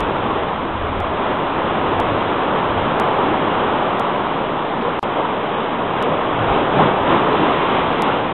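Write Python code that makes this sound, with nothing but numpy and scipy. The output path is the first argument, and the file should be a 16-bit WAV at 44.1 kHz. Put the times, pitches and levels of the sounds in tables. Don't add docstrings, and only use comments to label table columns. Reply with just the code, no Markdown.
import sys
import numpy as np
from scipy import signal
from scipy.fft import rfft, irfft, next_fast_len
from scipy.io import wavfile
from scipy.ndimage import uniform_filter1d, map_coordinates

SR = 44100
rng = np.random.default_rng(int(sys.argv[2]) if len(sys.argv) > 2 else 0)


def unload_wav(signal):
    wavfile.write(
        sys.argv[1],
        SR,
        np.round(np.clip(np.atleast_2d(signal).T, -1, 1) * 32767).astype(np.int16),
    )


def ratio(d):
    e = np.asarray(d, float) / 20
    return 10 ** e


N = 367353

# [t/s, level/dB]
BREEZE = [(0, -34.5), (1.4, -38), (3.5, -40.5), (4.3, -44), (5.8, -47), (6.4, -40.5), (8.33, -40)]
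# [t/s, rise/dB, half length/s]
GUSTS = [(0, 8.5, 0.094), (.5, 5.5, .05), (.93, 8.5, 0.23), (1.95, 8.5, .25), (2.8, 11.5, .1),
         (3.3, 7, .06), (4.47, 6, .05), (5, 6, .1), (6.2, 0, .06), (6.52, 15.5, 0.073), (6.84, 9.5, 0.081),
         (7.05, 12, .06), (7.55, 2, 0.073), (7.88, 7.5, 0.086)]
# [t/s, churn level/dB]
SWELL = [(0, -20.5), (.5, -23), (1, -23), (1.3, -21), (2, -19.5), (2.6, -19.5), (3.4, -18.5), (4, -20),
         (4.7, -22.5), (5.1, -21.5), (5.85, -22), (6.3, -20), (6.7, -20), (7.25, -18.5), (7.9, -19.5),
         (8.33, -21)]
# [t/s, rise/dB, half length/s]
SLAPS = [(.38, 1, 0.095), (1.25, 0.5, 0.048), (2.2, 0.5, 0.11), (3, 0, 0.064), (3.9, 0, 0.12),
         (5.6, 1, 0.076), (6.02, 1.5, 0.058), (6.53, 2.5, 0.1), (6.83, 3.5, 0.085), (7.13, 3.5, 0.066),
         (7.44, 1.5, 0.15), (7.76, 1, 0.046), (8.09, 2, 0.075)]
# [f/Hz, level per Hz/dB]
WIND_SPECTRUM = [(10, -15), (25, -7), (60, -3.5), (100, -1.5), (170, -29), (400, -98)]
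CAVE_SPECTRUM = [(40, -35.5), (90, -10.5), (140, -2), (220, -0.5), (340, 1), (450, -4), (800, -10.5),
                 (2000, -79)]
CHURN_SPECTRUM = [(200, -39), (400, -8), (650, -8), (1050, -5.5), (1300, -10.5), (1800, -23), (3500, -65)]
SPRAY_SPECTRUM = [(700, -39.5), (1300, -0.5), (1900, -2.5), (2600, -3.5), (3300, -4), (3700, -9.5),
                  (4100, -23.5), (4300, -42.5)]
# [t/s, start f/Hz, rise ratio, length/s, level/dB]
GULPS = [(.93, 329, 0.99, 0.074, -28), (2.12, 93.7, 1.25, 0.16, -25.5), (2.78, 69, 0.97, 0.075, -35),
         (3.05, 347, 1.05, 0.097, -27), (3.3, 345, 0.79, .12, -18), (4.8, 234.3, 0.97, 0.044, -21),
         (4.86, 460.5, 1.05, .07, -17), (5.19, 613, 0.99, .06, -21.5), (5.24, 800, 1.25, 0.048, -24),
         (6.12, 159, 0.98, .07, -23.5), (6.4, 121, 1.03, 0.11, -24), (6.5, 783, 1, 0.09, -22),
         (6.09, 387.4, 1.5, .2, -20), (6.81, 142, 1.1, .11, -15.5), (6.8, 421, 1.6, 0.03, -21),
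         (6.81, 610, 1.37, .06, -27), (6.82, 980, 0.88, 0.083, -35), (7.08, 302, 1.2, 0.062, -28),
         (7.34, 437, 0.98, 0.056, -14.5), (7.43, 332, 0.97, .1, -18.5)]
# [t/s, share 0-1]
NARROWING = [(0, 0), (5, 0), (5.04, 1), (7.2, 1), (7.45, 0), (8.33, 0)]
JOIN_STEPS = [
    .21,
    .07,
    .17,
    .31,
    -.17,
    0,
    .17,
    .005,
    .4,
]
# [from t/s, to t/s, level/dB]
SMEARS = [
    (4.965, 5.025, -66),
    (4.99, 5.03, -66),
    (5.017, 5.032, -56),
    (5.025, 5.039, -40),
    (6.98, 7.07, -66),
    (7.015, 7.035, -65),
    (.965, 1.045, -69),
    (1.985, 2.02, -62),
    (8.008, 8.035, -60),
]
# [t/s, peak level/dB]
TICKS = [(3.53, -68.5), (1.2217, -65), (1.974, -65.5), (2.85, -73.5), (4.66, -72), (7.287, -71),
         (8.008, -64.5), (1.5386, -65), (1.8488, -63.5), (2.2622, -75), (2.7097, -66.5), (2.732, -79),
         (3.1977, -67), (3.344, -65.5), (3.6146, -67), (4.3827, -65.5), (4.561, -75.5), (4.822, -51.5),
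         (7.4693, -73.5), (7.5098, -58), (7.5171, -60), (7.6192, -69), (7.7423, -66.5), (7.7665, -73.5),
         (7.8171, -75.5), (7.927, -61), (7.9339, -58), (7.995, -57)]
DROPOUT_EDGES = [
    -.06,
    -.075,
]

CAVE_UNDER_DB, CAVE_GROWS = 4.5, 1.1
SPRAY_UNDER_DB, SPRAY_GROWS = 10.5, 0.9
CAVE_SLAP, SPRAY_SLAP, CHURN_LAG_S = 1.63, 1.42, .015
SLAM = [(6.805, 3.5, .025)]
MIST = [(7.77, 3, 0.34)]
TOP_HZ, NARROWER_HZ, WAVER_HZ = 4205, 145, 70
BLOCK_S, FIRST_JOIN_S, LOST_S, LOST_AT = .9979, .0055, .0333, 5
TWIN_S, TWIN_DB = .007, -9
OFFSET = .006
CLICK_TOP_HZ = 12750
EDGE = 200
HEAL = np.exp(-np.arange(EDGE) / SR / .0003)


def unit(x):
    return x / np.sqrt(np.mean(x ** 2) + 1e-20)


def curve(points):
    return np.interp(np.arange(N) / SR, *np.transpose(points))


def bumps(rows, lag_s=0):
    t = np.arange(N) / SR
    return sum(db * np.exp(-((t - s - lag_s) / half) ** 2) for s, db, half in rows)


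def wobble(rate):
    knots = rng.standard_normal(int(N * rate / SR) + 4)
    return map_coordinates(knots, [np.arange(N) * rate / SR])


def filtered(x, response):
    m = next_fast_len(N + 8192)
    return irfft(rfft(x, m) * response(np.fft.rfftfreq(m, 1 / SR)), m)[:N]


def coloured(x, points):
    f, db = np.transpose(points)
    return unit(filtered(x, lambda hz: ratio(np.interp(np.log(hz + 1), np.log(f), db))))


def patchy(patchy_db):
    z = signal.stft(rng.standard_normal(N + 1024), nperseg=1024)[2]
    field = uniform_filter1d(rng.standard_normal(z.shape), size=7, axis=0)
    field = uniform_filter1d(field, size=6, axis=1)
    return unit(signal.istft(z * ratio(patchy_db * unit(field)), nperseg=1024)[1][:N])


def wind():
    level_db = curve(BREEZE) + bumps(GUSTS) - 1.5 + 1.2 * wobble(6.5)
    return ratio(level_db) * coloured(patchy(patchy_db=-0.2), WIND_SPECTRUM)


def cave_boom(mean_db, swell_db, throb):
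    level_db = mean_db - CAVE_UNDER_DB + CAVE_GROWS * swell_db + CAVE_SLAP * bumps(SLAPS) + bumps(SLAM)
    return ratio(level_db + 0.2 * throb) * coloured(patchy(patchy_db=-0.14), CAVE_SPECTRUM)


def bubbles(count, centre_hz, spread, cycles, scatter_db):
    draw, size = rng.random((count, 2)), 1200
    hz = centre_hz * np.exp(spread * rng.standard_normal((count, 1)))
    turns = hz * np.arange(size) / SR
    age = turns / cycles
    shape = age * np.exp(-age * 3) * np.hanning(2 * size)[size:]
    loudness = ratio(-scatter_db * np.log(draw[:, 1:]))
    ring = shape * np.sin(2 * np.pi * turns * (1 + .12 * age)) * loudness
    where = (draw[:, :1] * N).astype(int) + np.arange(size)
    return unit(np.bincount(where.ravel(), ring.ravel(), N + size)[:N])


def churn(mean_db, swell_db, throb):
    level_db = mean_db + swell_db + bumps(SLAPS, CHURN_LAG_S) + bumps(SLAM)
    cloud = bubbles(count=3500, centre_hz=800, spread=0.4414, cycles=8.64, scatter_db=0.5)
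    foam = patchy(patchy_db=-0.25) + 0.12 * cloud
    return ratio(level_db + throb) * coloured(foam, CHURN_SPECTRUM)


def spray(mean_db, swell_db, throb):
    level_db = mean_db - SPRAY_UNDER_DB + SPRAY_GROWS * swell_db + SPRAY_SLAP * bumps(SLAPS) + bumps(MIST)
    return ratio(level_db + 0.27 * throb) * coloured(patchy(patchy_db=0.6), SPRAY_SPECTRUM)


def surge():
    swell = curve(SWELL)
    mean_db = np.mean(swell)
    swell_db = swell - mean_db
    throb = .5 * wobble(7) + 0.14 * wobble(32) + 0.42 * wobble(45)
    drive = mean_db, swell_db, throb
    return cave_boom(*drive) + churn(*drive) + spray(*drive)


def gulps():
    out = np.zeros(N)
    for s, hz, rise, length, db in GULPS:
        u = np.linspace(-1, 1, round(2 * length * SR))
        knots_at = np.linspace(-1, 1, 40)
        shiver, flutter = (np.interp(u, knots_at, knots) for knots in rng.standard_normal((2, 40)))
        pitch = hz * rise ** (u + .5) * (1 + .13 * shiver)
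        level = ratio(db - 0.3 + 3.3 * flutter) * np.exp(-4.5 * u ** 2)
        ring = level * np.sin(2 * np.pi * np.cumsum(pitch) / SR)
        out[round((s - length) * SR):][:len(u)] += ring
    return out


def scene():
    return (wind() + surge() + gulps())[None]


def preamplifier(x):
    return x / (1 + np.abs(x / .9) ** 4) ** (1 / 4)


def banded(x):
    hz, t, z = signal.stft(x, SR, nperseg=2048)
    at = np.minimum(t * SR, N - 1).astype(int)
    narrow = curve(NARROWING)[at]
    edge = TOP_HZ - narrow * NARROWER_HZ + WAVER_HZ * (.4 + .6 * narrow) * wobble(18)[at]
    return signal.istft(z * (hz[:, None] < edge), SR, nperseg=2048)[1][:N]


def join_blocks(x):
    for k, step in enumerate(JOIN_STEPS):
        at = round((FIRST_JOIN_S + k * BLOCK_S + (k > LOST_AT) * LOST_S) * SR)
        x[at:at + EDGE] += step / 2 * HEAL
        x[at - EDGE:at] -= step / 2 * HEAL[::-1]


def smear(x):
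    tone = [(500, 4), (4000, 0), (5000, -4), (6500, -12), (12500, -19), (13000, -45)]  # f/Hz, level/dB
    fizz = coloured(rng.standard_normal(N), tone)
    for start, end, db in SMEARS:
        a, b = round(start * SR), round(end * SR)
        x[a:b] += ratio(db) * np.sqrt(np.hanning(b - a)) * fizz[a:b]


def tiny_ticks():
    s, db = np.transpose(TICKS)
    peak = ratio(np.clip(db, -72, -54) + 41)
    twin_s = s + TWIN_S * rng.uniform(-2, 1, len(s))
    ticks = np.bincount(np.round(s * SR).astype(int), peak, N)
    ticks += ratio(TWIN_DB) * np.bincount(np.round(twin_s * SR).astype(int), peak, N)
    return filtered(ticks, lambda hz: (hz > 3800) / (1 + (hz / 4200) ** 9))


def drop_out(x):
    lost = FIRST_JOIN_S + LOST_AT * BLOCK_S
    a, b = round(lost * SR), round((lost + LOST_S) * SR)
    x[a - EDGE:a] += (DROPOUT_EDGES[0] - x[a - 1]) * HEAL[::-1]
    x[b:b + EDGE] += (DROPOUT_EDGES[1] - x[b]) * HEAL
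    x[a:b] = ratio(-36) * (x[a:b] + OFFSET)


def low_pass(x):
    return signal.sosfilt(signal.butter(12, 16000, fs=SR, output="sos"), x)


def record(dry):
    x = banded(preamplifier(dry[0])) - OFFSET
    x += tiny_ticks()
    join_blocks(x)
    drop_out(x)
    x = filtered(x, lambda hz: .99 / (1 + (hz / CLICK_TOP_HZ) ** 80) + .01 * (hz < 15500))
    smear(x)
    x[-300:] *= np.hanning(600)[300:]
    return low_pass(x[None])


dry = scene()
out = record(dry)
unload_wav(out)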